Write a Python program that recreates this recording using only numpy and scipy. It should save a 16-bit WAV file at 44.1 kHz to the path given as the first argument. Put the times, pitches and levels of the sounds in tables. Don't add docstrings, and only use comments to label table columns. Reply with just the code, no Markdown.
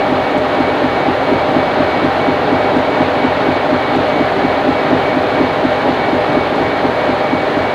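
import sys
import numpy as np
from scipy import signal
from scipy.fft import rfft, irfft
from scipy.io import wavfile

SR = 44100
rng = np.random.default_rng(int(sys.argv[2]) if len(sys.argv) > 2 else 0)


def elevation(decibels):
    levels = np.asarray(decibels, float)
    return 10 ** (levels / 20)


def store_wav(level_fs):
    pcm = np.round(np.clip(np.atleast_2d(level_fs), -1, 1) * 32767)
    wavfile.write(sys.argv[1], SR, pcm.T.astype(np.int16))


N = 341334
TIME = np.arange(N) / SR
CYCLE_S, FIRST_CYCLE_S = .240295, .0065


def rms_one(x):
    return x / np.sqrt(np.mean(x ** 2) + 1e-20)


def drift(rate_hz):
    r = np.exp(-80 * np.pi * rate_hz / SR)
    noise = rng.standard_normal(N // 40 + 2002)
    slow = signal.lfilter([1], [1, -2 * r, r * r], noise)[2000:]
    return np.interp(np.arange(N) / 40, np.arange(len(slow)), rms_one(slow))


def swells(rows, width_s):
    return sum(db * np.exp(-((TIME - s) / width_s) ** 2) for s, db in rows)


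def coloured(spectrum):
    hz, db = np.transpose(spectrum)
    log_hz = np.log(np.fft.rfftfreq(N, 1 / SR) + 1)
    gain = elevation(np.interp(log_hz, np.log(hz), db))
    return rms_one(irfft(rfft(rng.standard_normal(N)) * gain, N))


def hum(phase, db, wobble, rate_hz):
    return np.sqrt(2) * elevation(db) * np.sin(phase + wobble * drift(rate_hz))


# time in seconds, effort in dB.
LOAD = [
    (0, -.5),
    (.6, .3),
    (3.0, .8),
    (4.9, .6),
    (5.6, -.3),
    (7.74, -.8),
]
# time in seconds, change in dB.
ODD_FIRINGS = [(.37, -1.5), (1.57, 1.2), (2.05, 1.2), (3.01, 1.4), (3.73, -1), (3.97, 1.2), (4.69, -.8),
               (4.93, 1.3), (5.17, -.8), (5.41, 1.2), (6.37, 1.3), (7.34, -1)]


def effort_db():
    s, db = np.transpose(LOAD)
    return np.interp(TIME, s, db) + swells(ODD_FIRINGS, .09)


def pipe(starts, pattern, hz, swell_s):
    after_s, peak_db = np.transpose(pattern)
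    at = np.round((starts[:, None] + after_s) * SR).astype(int)
    strength = elevation(peak_db + .8 * rng.standard_normal(at.shape))
    inside = (at >= 0) & (at < N)
    clicks = np.bincount(at[inside], strength[inside], N)
    age = np.arange(SR // 10) / SR
    envelope = (age / swell_s) ** 2 * np.exp(2 - age / swell_s) / 4
    pulse = envelope * np.sin(2 * np.pi * hz * age)
    return signal.fftconvolve(clicks, pulse)[:N]


# seconds after the cycle start, peak level in dB.
FUNNEL = [(0.0162, -30.8), (0.0361, -36.0), (0.0451, -39.8), (0.0598, -35.5), (0.0888, -29.6),
          (0.1194, -30.7), (0.1412, -24.8), (0.1623, -32.1), (0.1868, -32.2), (0.2045, -40.1),
          (0.2152, -29.1), (0.2394, -40.3)]
SILENCER = [(0.0345, -22.8), (0.0491, -22.8), (0.0594, -29.9), (0.0694, -26.6), (0.0846, -24.3),
            (0.1062, -20.5), (0.1267, -19.0), (0.1413, -24.5), (0.1557, -26.9), (0.1779, -27.7),
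            (0.22, -28.3), (0.2346, -28.3)]
MANIFOLD = [(0.0281, -18.2), (0.0452, -22.9), (0.0655, -17.1), (0.081, -17.2), (0.1003, -16.6),
            (0.1117, -5.8), (0.1238, -11.2), (0.1355, -16.9), (0.1469, -18.1), (0.1587, -23.0),
            (0.1854, -20.7), (0.2324, -22.3)]
ELBOW = [(0.0187, -21.7), (0.0298, -26.8), (0.0799, -23.1), (0.0909, -15.3), (0.1026, -23.9),
         (0.1175, -27.4), (0.1314, -19.1), (0.155, -21.6), (0.1665, -21.3), (0.1776, -25.9),
         (0.2136, -25.7), (0.239, -27.9)]
HEADS = [(0.0084, -20.8), (0.0273, -18.8), (0.0374, -20.8), (0.0711, -18.3), (0.0886, -21.4), (0.1, -12.6),
         (0.1174, -18.0), (0.1287, -20.8), (0.1402, -19.9), (0.155, -19.1), (0.1836, -18.9),
         (0.2376, -21.2)]


def exhaust():
    starts = FIRST_CYCLE_S + CYCLE_S * np.arange(-1, N / SR / CYCLE_S)
    starts = starts + .0002 * rng.standard_normal(len(starts))
    out = pipe(starts, FUNNEL, hz=91.06, swell_s=.006)
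    out += pipe(starts, SILENCER, hz=165.75, swell_s=.004)
    out += pipe(starts, MANIFOLD, hz=285.6, swell_s=.004)
    out += pipe(starts, ELBOW, hz=397, swell_s=.003)
    out += pipe(starts, HEADS, hz=731.1, swell_s=.001)
    return out * elevation(effort_db())


GEAR_TEETH = [10, 12, 17, 192, 226, 452]
GEAR_DB = [-56, -50.5, -58, -32.5, -35, -41.5]


def gears():
    crank = 2 * np.pi * TIME / CYCLE_S + .0035 * drift(3.9)
    out = np.zeros(N)
    for teeth, db in zip(GEAR_TEETH, GEAR_DB):
        out += hum(teeth * crank, db + 2.5 * drift(7), wobble=.14, rate_hz=4)
    return out


# time in seconds, rise in dB.
CASING_SWELLS = [(.08, 7), (1.33, 13), (1.64, 7), (2.3, 6), (2.65, 7), (3.45, 9), (4.37, 10), (5.05, 10),
                 (5.41, 12), (5.63, 7), (6.92, 10), (7.52, 6)]


def generator():
    steady = hum(2 * np.pi * 498 * TIME, -29.5 + 1.8 * drift(9), wobble=.58, rate_hz=2.6)
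    ring_db = -33 + swells(CASING_SWELLS, .07) + 1.8 * drift(9)
    return steady + hum(2 * np.pi * 392 * TIME, ring_db, wobble=1.38, rate_hz=2.4)


STROKE_ENDS = [-.16, .15, .45, .81, 1.13, 1.49, 1.8, 2.13, 2.44, 2.79, 3.1, 3.37, 3.66, 4.0, 4.34, 4.65,
               4.96, 5.22, 5.6, 5.89, 6.23, 6.51, 6.88, 7.17, 7.52, 7.84]


def pump():
    stroke = np.interp(TIME, STROKE_ENDS, np.arange(len(STROKE_ENDS)))
    dip = np.abs(np.cos(np.pi * stroke)) ** 5.2
    db = -30.5 - 13 * dip + .8 * drift(9)
    return hum(2 * np.pi * 2254 * TIME, db, wobble=1.4, rate_hz=11)


# time in seconds, rise in dB.
HATCH_SHAKES = [(.41, 10), (1.31, 7), (1.57, 5), (1.79, 10), (2.65, 5), (2.99, 6), (3.17, 5), (3.7, 5),
                (4.22, 6), (4.5, 5), (4.91, 8), (5.73, 5), (5.99, 4), (6.51, 8), (7.01, 6), (7.57, 9)]


def hatch():
    beat = np.cos(2 * np.pi * (TIME - FIRST_CYCLE_S - .1) / CYCLE_S)
    db = -25.5 + 1.5 * beat + .7 * swells(HATCH_SHAKES, .04) + 1.8 * drift(22)
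    return hum(2 * np.pi * 608.8 * TIME, db, wobble=1.6, rate_hz=11)


def resonate(hz, width_hz):
    r = np.exp(-np.pi * width_hz / SR)
    poles = [1, -2 * r * np.cos(2 * np.pi * hz / SR), r * r]
    once = signal.lfilter([1, 0, -1], poles, rng.standard_normal(N))
    return rms_one(signal.lfilter([1, 0, -1], poles, once))


# resonance in Hz, width in Hz, level in dB rms.
PLATES = [
    (644.5, 12, -36),
    (826.2, 21, -34),
    (979, 16, -44),
    (1803, 14, -42),
    (4980, 160, -55.5),
]


def plates():
    return sum(elevation(db) * resonate(hz, width_hz) for hz, width_hz, db in PLATES)


# time in seconds, peak level in dB.
TICKS = [(0.1067, -39), (0.3775, -34), (0.4813, -41), (0.603, -37), (1.3239, -39), (2.0477, -36),
         (2.7671, -36), (3.252, -39), (3.9594, -36), (5.1198, -42), (5.6501, -39), (6.2028, -42),
         (6.33, -36), (6.556, -38), (7.5782, -39), (7.6226, -39)]


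def ticks():
    strikes = np.zeros(N)
    for s, db in TICKS:
        strikes[round(s * SR)] = elevation(db - 9)
    fade = signal.lfilter([1], [1, -np.exp(-1 / (.008 * SR))], strikes + 1e-18)
    band = signal.butter(2, [4800, 8500], "band", fs=SR, output="sos")
    return fade * rms_one(signal.sosfilt(band, rng.standard_normal(N)))


# frequency in Hz, level in dB per Hz.
ROAR = [(250, -29.5), (420, -5.5), (544, -9), (605, -0.5), (689, -5.5), (802, -2.5), (871, -8), (1160, -11),
        (1850, -15), (2130, -18), (2230, -18), (2430, -20.5), (4220, -26), (5400, -44), (7000, -54),
        (9100, -78.5), (15400, -120)]
# frequency in Hz, level in dB per Hz.
RUMBLE = [(15, -45), (40, -25), (75, -20), (115, -10.5), (165, -10.5), (225, -9), (255, 0), (340, -6.5),
          (355, -4.5), (420, -8), (470, -9), (560, -4), (730, -40), (1230, -120)]


def roar():
    high_db = -16.3 + .4 * effort_db() + .4 * drift(30)
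    low_db = -22.9 + .5 * drift(4.8)
    return elevation(high_db) * coloured(ROAR) + elevation(low_db) * coloured(RUMBLE)


# frequency in Hz, level in dB per Hz.
HISS = [(3240, -30), (5500, -1.5), (6190, 0.5), (7980, -6.5), (13400, -11.5), (14300, -16), (14450, -30),
        (14600, -80)]


def hiss():
    return elevation(-52.5 + .5 * drift(18)) * coloured(HISS)


def buzz():
    order = np.arange(32, 70)
    db = np.where(order % 3 == 0, -79, -84.5) - .2 * (order - 45)
    db = db + 1.2 * rng.standard_normal(len(order))
    turns = order[:, None] * 200.01 * TIME + rng.random((len(order), 1))
    return np.sqrt(2) * elevation(db) @ np.sin(2 * np.pi * turns)


def scene():
    engine = exhaust() + gears()
    return (engine + generator() + pump() + hatch() + plates() + roar() + ticks())[None]


def band_limit(x):
    return signal.sosfilt(signal.butter(12, 14340, fs=SR, output="sos"), x)


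def record(dry):
    thin = signal.sosfilt(signal.butter(3, 32, "high", fs=SR, output="sos"), dry)
    rounded = thin / (1 + (np.abs(thin) / .97) ** 4) ** (1 / 4)
    dulled = signal.sosfilt(signal.butter(2, 9000, fs=SR, output="sos"), rounded)
    dropout_db = swells([(.4, -2.5)], .01)
    mix = dulled * elevation(dropout_db) + hiss() + buzz()
    return band_limit(mix)


dry = scene()
out = record(dry)
store_wav(out)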